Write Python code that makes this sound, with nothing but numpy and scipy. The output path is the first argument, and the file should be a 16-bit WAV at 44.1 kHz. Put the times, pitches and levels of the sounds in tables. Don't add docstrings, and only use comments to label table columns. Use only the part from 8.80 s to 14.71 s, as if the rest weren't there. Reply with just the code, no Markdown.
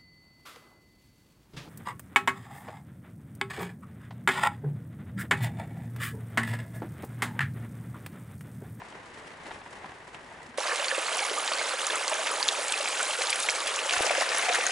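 import sys
import numpy as np
from scipy import signal
from scipy.fft import rfft, irfft
from scipy.io import wavfile
from scipy.ndimage import uniform_filter1d

SR = 44100
rng = np.random.default_rng(int(sys.argv[2]) if len(sys.argv) > 2 else 0)


def log_audio(samples):
    frames = np.atleast_2d(samples).T
    limited = np.clip(frames, -1, 1)
    pcm = np.round(limited * 32767).astype(np.int16)
    wavfile.write(sys.argv[1], SR, pcm)


N = 260631
TIME = np.arange(N) / SR
FREQS = np.arange(N // 2 + 1) * SR / N

CREEK_START_S, SLUICE_START_S, END_S = 1.775, 5.108, 5.91
CUTOFF_HZ = 11120
GURGLE_TOP_HZ = 2800
ALIKE_BELOW_HZ = 570

# (frequency [Hz], density [dB per Hz])
CABIN_COLOUR = [(20, -12.5), (60, -3), (200, -1), (420, 1), (720, 1), (1000, 2.5), (1350, -2.5), (1900, 1),
                (2350, -5), (3100, -9.5), (4500, -14.5), (6200, -17), (8000, -17.5), (11000, -24)]
# (frequency [Hz], likeness [0-1])
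CABIN_LIKENESS = [(60, 1), (130, 1), (270, 1), (560, 0.58), (1180, 0.33), (2490, 0.069), (5260, 0.4),
                  (11100, 1)]
# (time [s], level [dB])
ROAD_LEVEL = [(0, -46), (0.27, -47.5), (0.42, -45), (0.57, -47.5), (0.65, -44.5), (0.76, -45),
              (0.84, -48.5), (1.03, -44.5), (1.12, -47.5), (1.16, -47), (1.3, -49), (1.36, -45),
              (1.42, -48), (1.77, -48)]
# (time [s], level [dB], crunch against the ring before its trim [dB])
KNOCKS = [(0.0189, -33, -31), (0.124, -43, -6), (0.658, -38, -10), (0.664, -36, -12), (0.7095, -34, -14),
          (0.7138, -32.5, -11), (0.815, -40.5, -8), (0.862, -37, -15), (1.0445, -31.5, -22),
          (1.119, -38.5, -12), (1.345, -39, -2), (1.353, -46, -16), (1.517, -39, -27), (1.604, -39, -30)]
# (middle frequency [Hz], relative level [dB], t60 [s])
TRIM_MODES = [(724, -6, 0.04), (940, 1, 0.026), (1130, -10, 0.0088), (1660, 4, 0.0042)]
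# (time [s], pitch [Hz], level [dB])
RUTS = [(0.657, 310, -50), (1.686, 240, -46.5)]

# (time [s], gurgle [dB], spray [dB])
CREEK_FLOW = [(1.8, -34, -35.5), (1.9, -31.5, -35), (2.0, -34.5, -34), (3.5, -34, -33.5), (3.85, -35, -33),
              (4.25, -35, -32), (5.05, -34, -33)]
# (time [s], gurgle [dB], spray [dB])
SLUICE_FLOW = [(5.13, -26.5, -32.5), (5.3, -25.5, -35), (5.42, -27.5, -34), (5.48, -28, -38),
               (5.55, -26, -32.5), (5.75, -26, -35.5), (5.8, -26.5, -35.5), (5.9, -27, -34)]
# (frequency [Hz], density [dB per Hz])
CREEK_COLOUR = [(70, -23), (130, -26), (200, -23.5), (310, -13), (400, -7), (550, 0.5), (720, -2),
                (1200, -0.5), (2300, -5), (3500, -14), (5400, -19), (7400, -17.5), (9000, -20),
                (11000, -22.5)]
# (frequency [Hz], density [dB per Hz])
SLUICE_COLOUR = [(70, -47), (130, -36), (220, -29.5), (340, -17.5), (500, -9), (720, -10), (900, -11),
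                 (1250, -7.5), (1800, -7), (2700, -7), (4200, -8.5), (6800, -9), (9000, -11.5),
                 (11000, -15)]
# (time [s], gurgle change [dB], spray change [dB])
WAVELETS = [(1.825, -2, 1), (1.879, -0.5, 0.5), (1.958, -1, 2), (2.0, 0.5, 0.5), (2.335, 2, 1.5),
            (2.445, 0.5, 3), (2.818, 2, 1.5), (2.881, 0.5, 2.5), (2.97, -3.5, -4), (3.006, 0.5, 3),
            (3.147, 3.5, -0.5), (3.262, -1, -2), (3.45, -1.5, 1), (3.48, 1.5, 0), (3.85, -1.5, -1),
            (4.21, 3.5, 2), (4.375, -5.5, -2), (4.423, 2.5, 3.5), (4.53, -1.5, 0), (4.63, -3, 3),
            (4.693, 0.5, 0.5), (4.84, -1, -3), (4.876, 1.5, 1), (5.02, 0, -2), (5.137, 1.5, -0.5),
            (5.266, -0.5, 4.5), (5.408, 3, 3), (5.747, 0.5, 5)]
WAVELET_S = 0.018

# (time [s], pitch [Hz], level [dB], time to full swing [cycles])
PLOPS = [(1.7816, 548, -22, 1.56), (1.8549, 626, -30, 1.4), (1.8934, 1760, -26, 3.2), (1.915, 1730, -22, 3),
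         (1.92, 1120, -24.5, 2.9), (1.926, 492, -28.5, 2.3), (1.9586, 4440, -23, 1),
         (1.996, 574, -30.5, 2.8), (1.9971, 2800, -28.5, 6.6), (2.083, 4440, -19, 2.8),
         (2.113, 1720, -20, 2.6), (2.123, 541, -26.5, 2.1), (2.148, 2680, -25, 4), (2.1798, 548, -22, 1.13),
         (2.2652, 4320, -26, 6), (2.282, 1210, -24, 0.93), (2.2935, 1130, -27, 0.95),
         (2.326, 3040, -22, 1.8), (2.3475, 5940, -21, 0.6), (2.3703, 9070, -16.5, 0.6),
         (2.3813, 6340, -21, 0.6), (2.3854, 5570, -19.5, 0.72), (2.392, 2360, -13.5, 0.6),
         (2.4041, 4730, -20, 1), (2.4178, 810, -26.9, 4), (2.4279, 2190, -23.5, 3.4),
         (2.455, 5200, -23, 1.4), (2.4968, 3100, -25.5, 1.8), (2.5113, 430, -29.5, 1.2),
         (2.5761, 1200, -26.5, 5.2), (2.585, 7100, -25, 10), (2.6778, 3420, -21, 1.8),
         (2.7156, 587, -30.5, 2.1), (2.7185, 1070, -17, 0.5), (2.722, 2830, -16.5, 0.85),
         (2.735, 4470, -20, 3.2), (2.785, 4730, -22, 1.4), (2.7915, 2160, -25, 5), (2.812, 1580, -27, 4.1),
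         (2.9339, 1320, -25, 1.8), (2.9367, 540, -28, 1.6), (2.995, 2900, -23, 1.7),
         (3.0463, 4440, -25, 1.6), (3.0676, 6700, -13, 1.8), (3.0993, 1740, -21, 1.8),
         (3.1051, 3480, -19, 2.2), (3.142, 1310, -29, 6.4), (3.1561, 7400, -17, 2),
         (3.2795, 4670, -21, 2.3), (3.2967, 7960, -18, 0.85), (3.315, 830, -24.5, 2.3),
         (3.3238, 610, -23, 1.3), (3.3327, 2380, -20.5, 1.7), (3.3417, 6460, -21, 2.8),
         (3.4102, 1060, -24, 0.93), (3.474, 1980, -21, 0.99), (3.4816, 2470, -21, 1.8),
         (3.5078, 516, -25.5, 1.1), (3.514, 10000, -20, 1.5), (3.5155, 1220, -24, 2.9),
         (3.5385, 1130, -23, 0.49), (3.5829, 770, -24, 0.85), (3.607, 970, -27, 2),
         (3.628, 4560, -14.5, 2.6), (3.682, 6550, -12, 1.3), (3.687, 3570, -8, 1.5),
         (3.7251, 7560, -20.5, 2), (3.7857, 565, -27, 2.2), (3.882, 7160, -19, 3), (3.9221, 8300, -13, 1.8),
         (3.923, 3530, -16.5, 1.3), (3.939, 2500, -22, 4), (4.0009, 587, -27.5, 2.5),
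         (4.0098, 2740, -24.5, 4), (4.058, 2470, -19, 1.3), (4.0742, 2350, -24.6, 2.3),
         (4.076, 4440, -19.2, 0.65), (4.086, 7900, -21, 3), (4.2045, 1480, -21.5, 3.3),
         (4.2287, 7460, -19, 5.2), (4.2888, 3000, -21, 1.1), (4.3076, 2910, -20, 0.85),
         (4.3334, 3000, -24, 1.1), (4.3868, 500, -27.5, 2), (4.4183, 2080, -23, 3),
         (4.419, 3900, -18.5, 0.6), (4.471, 4290, -17, 1), (4.4964, 4160, -14, 0.54),
         (4.5013, 5220, -19.8, 0.85), (4.504, 10100, -11.5, 2), (4.528, 2320, -15, 1.9),
         (4.53, 4890, -18, 1.3), (4.5582, 9900, -19, 1.3), (4.6014, 8230, -15.5, 1.6),
         (4.626, 7220, -19, 1.1), (4.6328, 3620, -24, 3.7), (4.6874, 2110, -11.5, 1.4),
         (4.6978, 5200, -16, 1.9), (4.7045, 6100, -15, 1.2), (4.7582, 7460, -20, 1.8),
         (4.8694, 3400, -23.5, 5.1), (4.874, 10000, -17, 0.6), (4.9614, 6700, -17.5, 1.8),
         (4.99, 2500, -16.5, 1.2), (5.058, 542, -31, 1.6), (5.0949, 3060, -13.5, 1.2),
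         (5.1088, 2800, -14, 0.6), (5.1343, 6800, -19.5, 4.4), (5.138, 1650, -18, 0.7),
         (5.19, 760, -25, 2.1), (5.206, 630, -15, 0.49), (5.221, 3550, -19.5, 1.6),
         (5.222, 9000, -14.5, 0.86), (5.2429, 500, -25, 1.7), (5.267, 755, -25.5, 1.3),
         (5.294, 2280, -18, 2.4), (5.306, 656, -16, 1.2), (5.314, 580, -23.5, 1.9),
         (5.351, 1620, -17.5, 1.5), (5.3794, 544, -23, 2), (5.4108, 680, -19.5, 0.95),
         (5.41, 5200, -14.5, 0.69), (5.4137, 1980, -21, 1.8), (5.42, 1060, -21.5, 1.1),
         (5.491, 4890, -20, 1.5), (5.517, 1830, -25, 3), (5.5636, 6340, -19, 0.84),
         (5.5828, 10300, -13, 1.6), (5.654, 2640, -24, 3), (5.6852, 720, -19.5, 1.9),
         (5.696, 490, -25, 1.6), (5.7051, 720, -23.5, 3.8), (5.735, 5940, -15, 0.75),
         (5.7452, 1640, -19, 1.6), (5.7485, 6550, -18, 2.5), (5.7552, 1790, -18.5, 1.8),
         (5.786, 498, -27.5, 2), (5.81, 2570, -21, 1.4), (5.8662, 6500, -13.5, 3.4)]
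# (rate [per s], middle pitch [Hz], spread either way [octaves],
# middle level [dB], middle time to full swing [cycles])
GLUGS = (10, 950, 0.7, -33, 2.6)
# (rate [per s], middle pitch [Hz], spread either way [octaves],
# middle level [dB], middle time to full swing [cycles])
PLINKS = (12, 6000, 0.8, -29, 2.2)
STRAY_SPREAD_DB = 3
SPLASH_DB, SPLASH_FADE_S, SPLASH_OCTAVES = -13.5, 0.0052, 0.65
# (time [s], middle pitch [Hz], starting level [dB], fade [s])
SPATTERS = [(1.872, 3600, -31, 0.014), (1.957, 5800, -32, 0.003), (2.043, 3000, -26, 0.007),
            (2.392, 3000, -30, 0.006), (2.676, 3500, -25, 0.005), (3.278, 5200, -23.5, 0.004),
            (3.318, 895, -29, 0.011), (3.47, 2220, -24.5, 0.0084), (4.201, 1900, -29, 0.008),
            (4.335, 2900, -30, 0.0076), (4.418, 2900, -28, 0.005), (4.495, 4400, -34, 0.0072),
            (4.688, 2370, -20, 0.0042), (4.870, 3400, -28, 0.0048), (5.134, 4500, -26, 0.006),
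            (5.352, 2100, -31, 0.0045), (5.744, 1800, -26, 0.016)]
DROPLETS_PER_S, SPATTER_OCTAVES = 2500, 0.58
# (time [s], level [dB], time to peak and fade [s])
LOW_PULSES = [(2.033, -66, 0.008), (3.267, -68, 0.008), (3.63, -65, 0.01), (3.665, -63, 0.005),
              (3.912, -66, 0.0079), (4.55, -74, 0.03), (4.686, -62, 0.0057), (4.855, -61, 0.0044),
              (5.1, -63, 0.02), (5.174, -45, 0.003), (5.206, -39, 0.0018), (5.86, -64, 0.0092)]
# (frequency [Hz], width [Hz], gain [dB])
TROUGH = [(570, 50, 1.5), (606, 32, -8), (720, 91, 6.5), (970, 51, 3.5)]


def from_db(db):
    return 10 ** (np.asarray(db) / 20)


def rms_one(x):
    return x / np.sqrt(np.mean(x ** 2) + 1e-20)


def in_time(rows):
    s, *columns = np.transpose(rows)
    return [np.interp(TIME, s, column) for column in columns]


def at_hz(points, hz):
    known, values = np.transpose(points)
    return np.interp(np.log(hz + 1), np.log(known + 1), values)


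def shaped(x, gain):
    return irfft(rfft(x) * gain, N)


def high_pass(x, hz):
    return signal.sosfilt(signal.butter(4, hz, "high", fs=SR, output="sos"), x)


def stereo_noise(alike):
    mid, side = rng.standard_normal((2, N))
    shared = shaped(mid, np.sqrt((1 + alike) / 2))
    opposed = shaped(side, np.sqrt((1 - alike) / 2))
    return shared + opposed * [[1], [-1]]


def between(start, end):
    return (TIME >= start) & (TIME < end)


def add(out, s, sound):
    at = int(s * SR)
    room = out[:, at:at + sound.shape[-1]]
    room += sound[..., :room.shape[-1]]


def swell_and_fade(t, fade_s):
    return t / fade_s * np.exp(1 - t / fade_s)


def breaking(rate, fade_s):
    chance, size = rng.random((2, N))
    hits = (chance < rate / SR) * (.5 + size) + 1e-18
    swell = signal.lfilter([1], [1, -np.exp(-1 / (fade_s * SR))], hits)
    return rms_one(swell - swell.mean())


def car(flurry_db=2.5, grit_hz=4000, grit_db=-3.0):
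    alike = np.sqrt(np.minimum(at_hz(CABIN_LIKENESS, FREQS), .82))
    tyres = stereo_noise(alike) * from_db(1.3 * breaking(rate=150, fade_s=.007))
    fine = 1 / (1 + (grit_hz / (FREQS + 1)) ** 4)
    flurries = breaking(rate=60, fade_s=.008)
    grit = shaped(tyres, fine) * from_db(flurry_db * flurries + grit_db)
    coarse = shaped(tyres, 1 - fine)
    cabin = shaped(coarse + grit, from_db(at_hz(CABIN_COLOUR, FREQS)))
    body = np.std(shaped(cabin, FREQS > 300))
    road_db, = in_time(ROAD_LEVEL)
    return cabin / body * from_db(road_db)


def trim_ring(t):
    ring = 0
    for k, (hz, mode_db, t60) in enumerate(TRIM_MODES):
        hit_hz = hz * (1 + 0.084 * rng.standard_normal())
        ring = ring + (-1) ** k * from_db(mode_db - 60 * t / t60) * np.sin(2 * np.pi * hit_hz * t)
    return ring


def knocks(crunch_db=4, attack_s=0.00048, crunch_hz=3300, crunch_t60=0.042):
    out, t = np.zeros((2, N)), TIME[:SR // 8]
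    band = signal.butter(4, [800, crunch_hz], "band", fs=SR, output="sos")
    for s, level_db, bright_db in KNOCKS:
        ring = trim_ring(t)
        chatter = rng.standard_normal(len(t)) + 0.57 * rng.standard_normal((2, len(t)))
        crunch = rms_one(signal.sosfilt(band, chatter))
        blow = from_db(crunch_db + bright_db - 60 * t / crunch_t60) * (1 - np.exp(-t / attack_s))
        add(out, s, from_db(level_db) * (ring + blow * crunch))
    return out


def ruts(fade_s=0.01):
    out, t = np.zeros((2, N)), TIME[:SR // 8]
    for s, hz, level_db in RUTS:
        add(out, s, from_db(level_db) * swell_and_fade(t, fade_s) * np.sin(2 * np.pi * hz * t))
    return out


def bubble(hz, cycles, rise):
    cycles = max(cycles, .5)
    turns = np.arange(int(8 * cycles * SR / hz) + 2) * hz / SR
    age = turns / cycles
    return age * np.exp(1 - age) * np.sin(2 * np.pi * turns * (1 + rise * (age / 2 - 1)))


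def surges(shared_db, own_db, rate, fade_s, count=6):
    own = np.array([breaking(rate, fade_s) for k in range(count + 1)])
    neighbours = (own[1:] + own[:-1]) / np.sqrt(2)
    return shared_db * breaking(rate, fade_s) + own_db * neighbours


def octave_zone(hz, count):
    return np.clip(np.log2(hz / 250 + 1e-9).astype(int), 0, count - 1)


def bubble_cloud(start, end, surge_db, spread_db, cycles, width, count):
    out = np.zeros((2, N))
    when, pitch, place = rng.random((3, count))
    size, damping = np.clip(rng.standard_normal((2, count)), -2, 2)
    s = start + when * (end - start)
    hz = (15 + 93 * pitch) ** 2
    zone = octave_zone(hz, len(surge_db))
    level_db = spread_db * size + surge_db[zone, np.minimum((s * SR).astype(int), N - 1)]
    rings = cycles * from_db(3 * damping) * (hz / 1000) ** 0.18
    height = from_db(level_db) * (hz / 1000) ** .25 * np.sqrt(hz / rings)
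    pan = width * (2 * place - 1)
    for k in range(count):
        sides = [1 + pan[k], 1 - pan[k]]
        add(out, s[k], height[k] * np.outer(sides, bubble(hz[k], rings[k], rise=0.028)))
    return rms_one(out)


def wash(start, end, surge_db, alike):
    white, out = rfft(stereo_noise(alike)), 0
    zone = octave_zone(FREQS, len(surge_db))
    for k, swell_db in enumerate(surge_db):
        octave = irfft(white * (zone == k) * (FREQS < CUTOFF_HZ), N)
        out = out + from_db(swell_db) * octave
    return rms_one(out * between(start, end))


def wavelets():
    return sum(np.outer([low_db, high_db], np.exp(-((TIME - s) / WAVELET_S) ** 2))
               for s, low_db, high_db in WAVELETS)


def running_water(source, colour, flow, start, end, gurgle_db, spray_db, lowest_hz=150):
    heard, out = between(start, end), 0
    tint = from_db(at_hz(colour, FREQS))
    low = 1 / (1 + (FREQS / GURGLE_TOP_HZ) ** 8)
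    open_share = uniform_filter1d(heard * 1., size=2205) + 1e-9
    levels_db = in_time(flow) + wavelets()
    for share, level_db, trim_db in zip((low, 1 - low), levels_db, (gurgle_db, spray_db)):
        part = shaped(source, tint * share) * heard
        power = uniform_filter1d(np.mean(part ** 2, axis=0), size=2205) / open_share
        out = out + part / np.sqrt(np.abs(power) + 1e-15) * from_db(level_db + trim_db)
    return high_pass(out, lowest_hz)


def creek():
    span = CREEK_START_S, SLUICE_START_S
    surge_db = surges(shared_db=0.37, own_db=0.65, rate=98, fade_s=0.024)
    crackle = bubble_cloud(*span, surge_db, spread_db=-0.5, cycles=0.7, width=0.15, count=7000)
    trickle = bubble_cloud(*span, surge_db, spread_db=2, cycles=2.7, width=.65, count=3400)
    spray = wash(*span, surge_db, alike=1.0)
    water = crackle + from_db(1.5) * trickle + from_db(-1) * spray
    return running_water(water, CREEK_COLOUR, CREEK_FLOW, *span, gurgle_db=-0.06, spray_db=-1.9)


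def stray_bubbles(per_s, hz, octaves, level_db, cycles):
    wait, pitch, size, damping = rng.random((400, 4)).T
    s = CREEK_START_S + np.cumsum(-np.log(1 - wait)) / per_s
    longer = 2 ** (2 * damping - 1)
    row_db = level_db + STRAY_SPREAD_DB * (2 * size - 1) - 10 * np.log10(longer)
    pitch_hz = np.minimum(hz * 2 ** (octaves * (2 * pitch - 1)), CUTOFF_HZ)
    return np.transpose([s, pitch_hz, row_db, cycles * longer])[s < END_S]


def droplet_band(x, hz, octaves):
    edges = hz * 2 ** (octaves * np.array([-1, 1]))
    return signal.sosfilt(signal.butter(2, edges, "band", fs=SR, output="sos"), x)


def splash(hz):
    t = TIME[:SR // 20]
    patter = droplet_band(rng.standard_normal(len(t)), hz, SPLASH_OCTAVES)
    return from_db(SPLASH_DB) * rms_one(patter) * np.exp(-t / SPLASH_FADE_S)


def plops(lowest_hz=240, rise=0.0057):
    out = np.zeros((2, N))
    rows = [*PLOPS, *stray_bubbles(*GLUGS), *stray_bubbles(*PLINKS)]
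    pans_db = rng.normal(0, 1.0, 1000)
    for (s, hz, level_db, cycles), pan_db in zip(rows, pans_db):
        sides = from_db([level_db + pan_db, level_db - pan_db])
        add(out, s, np.outer(sides, bubble(hz, cycles, rise)))
    for s, hz, level_db, cycles in PLOPS:
        add(out, s, from_db(level_db) * splash(hz))
    return high_pass(out, lowest_hz)


def spatters():
    out, t = np.zeros((2, N)), TIME[:SR // 16]
    for s, hz, level_db, fade_s in SPATTERS:
        chance, size = rng.random(len(t)), rng.standard_normal(len(t))
        drops = droplet_band(size * (chance < DROPLETS_PER_S / SR), hz, SPATTER_OCTAVES)
        fade = np.exp(-t / fade_s)
        add(out, s, from_db(level_db) * rms_one(drops * fade) * np.sqrt(np.mean(fade ** 2)))
    return out


def low_pulses(top_hz=110):
    out, t = np.zeros((2, N)), TIME[:SR // 4]
    rumble = shaped(rng.standard_normal(N), 1 / (1 + (FREQS / top_hz) ** 4))
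    rumble /= np.sqrt(np.abs(uniform_filter1d(rumble ** 2, size=700)) + 1e-12)
    for s, level_db, fade_s in LOW_PULSES:
        add(out, s, from_db(level_db) * swell_and_fade(t, fade_s))
    return out * rumble


def sluice():
    span = SLUICE_START_S, END_S
    surge_db = surges(shared_db=0.57, own_db=2.0, rate=71, fade_s=0.0038)
    cloud = bubble_cloud(*span, surge_db, spread_db=3.0, cycles=1.84, width=0.82, count=2300)
    spray = from_db(0.5) * wash(*span, surge_db, alike=0.91)
    trough = 1
    for hz, width, gain_db in TROUGH:
        trough = trough * (1 + (from_db(gain_db) - 1) / (1 + 2j * (FREQS - hz) / width))
    water = shaped(cloud + spray, trough)
    return running_water(water, SLUICE_COLOUR, SLUICE_FLOW, *span, gurgle_db=-3.5, spray_db=0.1)


def stones(x, echo_db=-18, t60=0.11, count=120):
    delay, sign = rng.uniform(.002, .06, count), rng.choice([-1, 1], count)
    echoes = np.zeros((2, N))
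    strength = sign + rng.standard_normal((2, count))
    echoes[:, (delay * SR).astype(int)] = from_db(-60 * delay / t60) * strength
    echoes *= from_db(echo_db) / np.sqrt(np.sum(echoes ** 2) / 2)
    dull = shaped(echoes, 1 / (1 + 1j * FREQS / 7000))[:, :SR // 10]
    return x + signal.oaconvolve(x, dull, axes=1)[:, :N]


def narrow_bass(x):
    mid = x.mean(axis=0)
    return mid + shaped(x - mid, FREQS / np.hypot(FREQS, ALIKE_BELOW_HZ))


def scene():
    drive = (car() + knocks() + ruts()) * between(0, CREEK_START_S) * from_db([[.5], [-.5]])
    water = narrow_bass(stones(creek() + sluice() + plops() + spatters()))
    pan_db = np.interp(TIME, [2, 5, 5.3], [-1.2, -.5, .2])
    water = water * from_db([pan_db, -pan_db])
    lead = np.interp(FREQS, [0, 300, 5500, 7000], [0.57, 0.25, 0.28, 0.0])
    return drive + low_pulses() + shaped(water, np.exp(1j * np.outer([-1, 1], lead)))


def record(dry):
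    return signal.sosfilt(signal.ellip(12, .1, 75, CUTOFF_HZ, fs=SR, output="sos"), dry)


dry = scene()
out = record(dry)
log_audio(out)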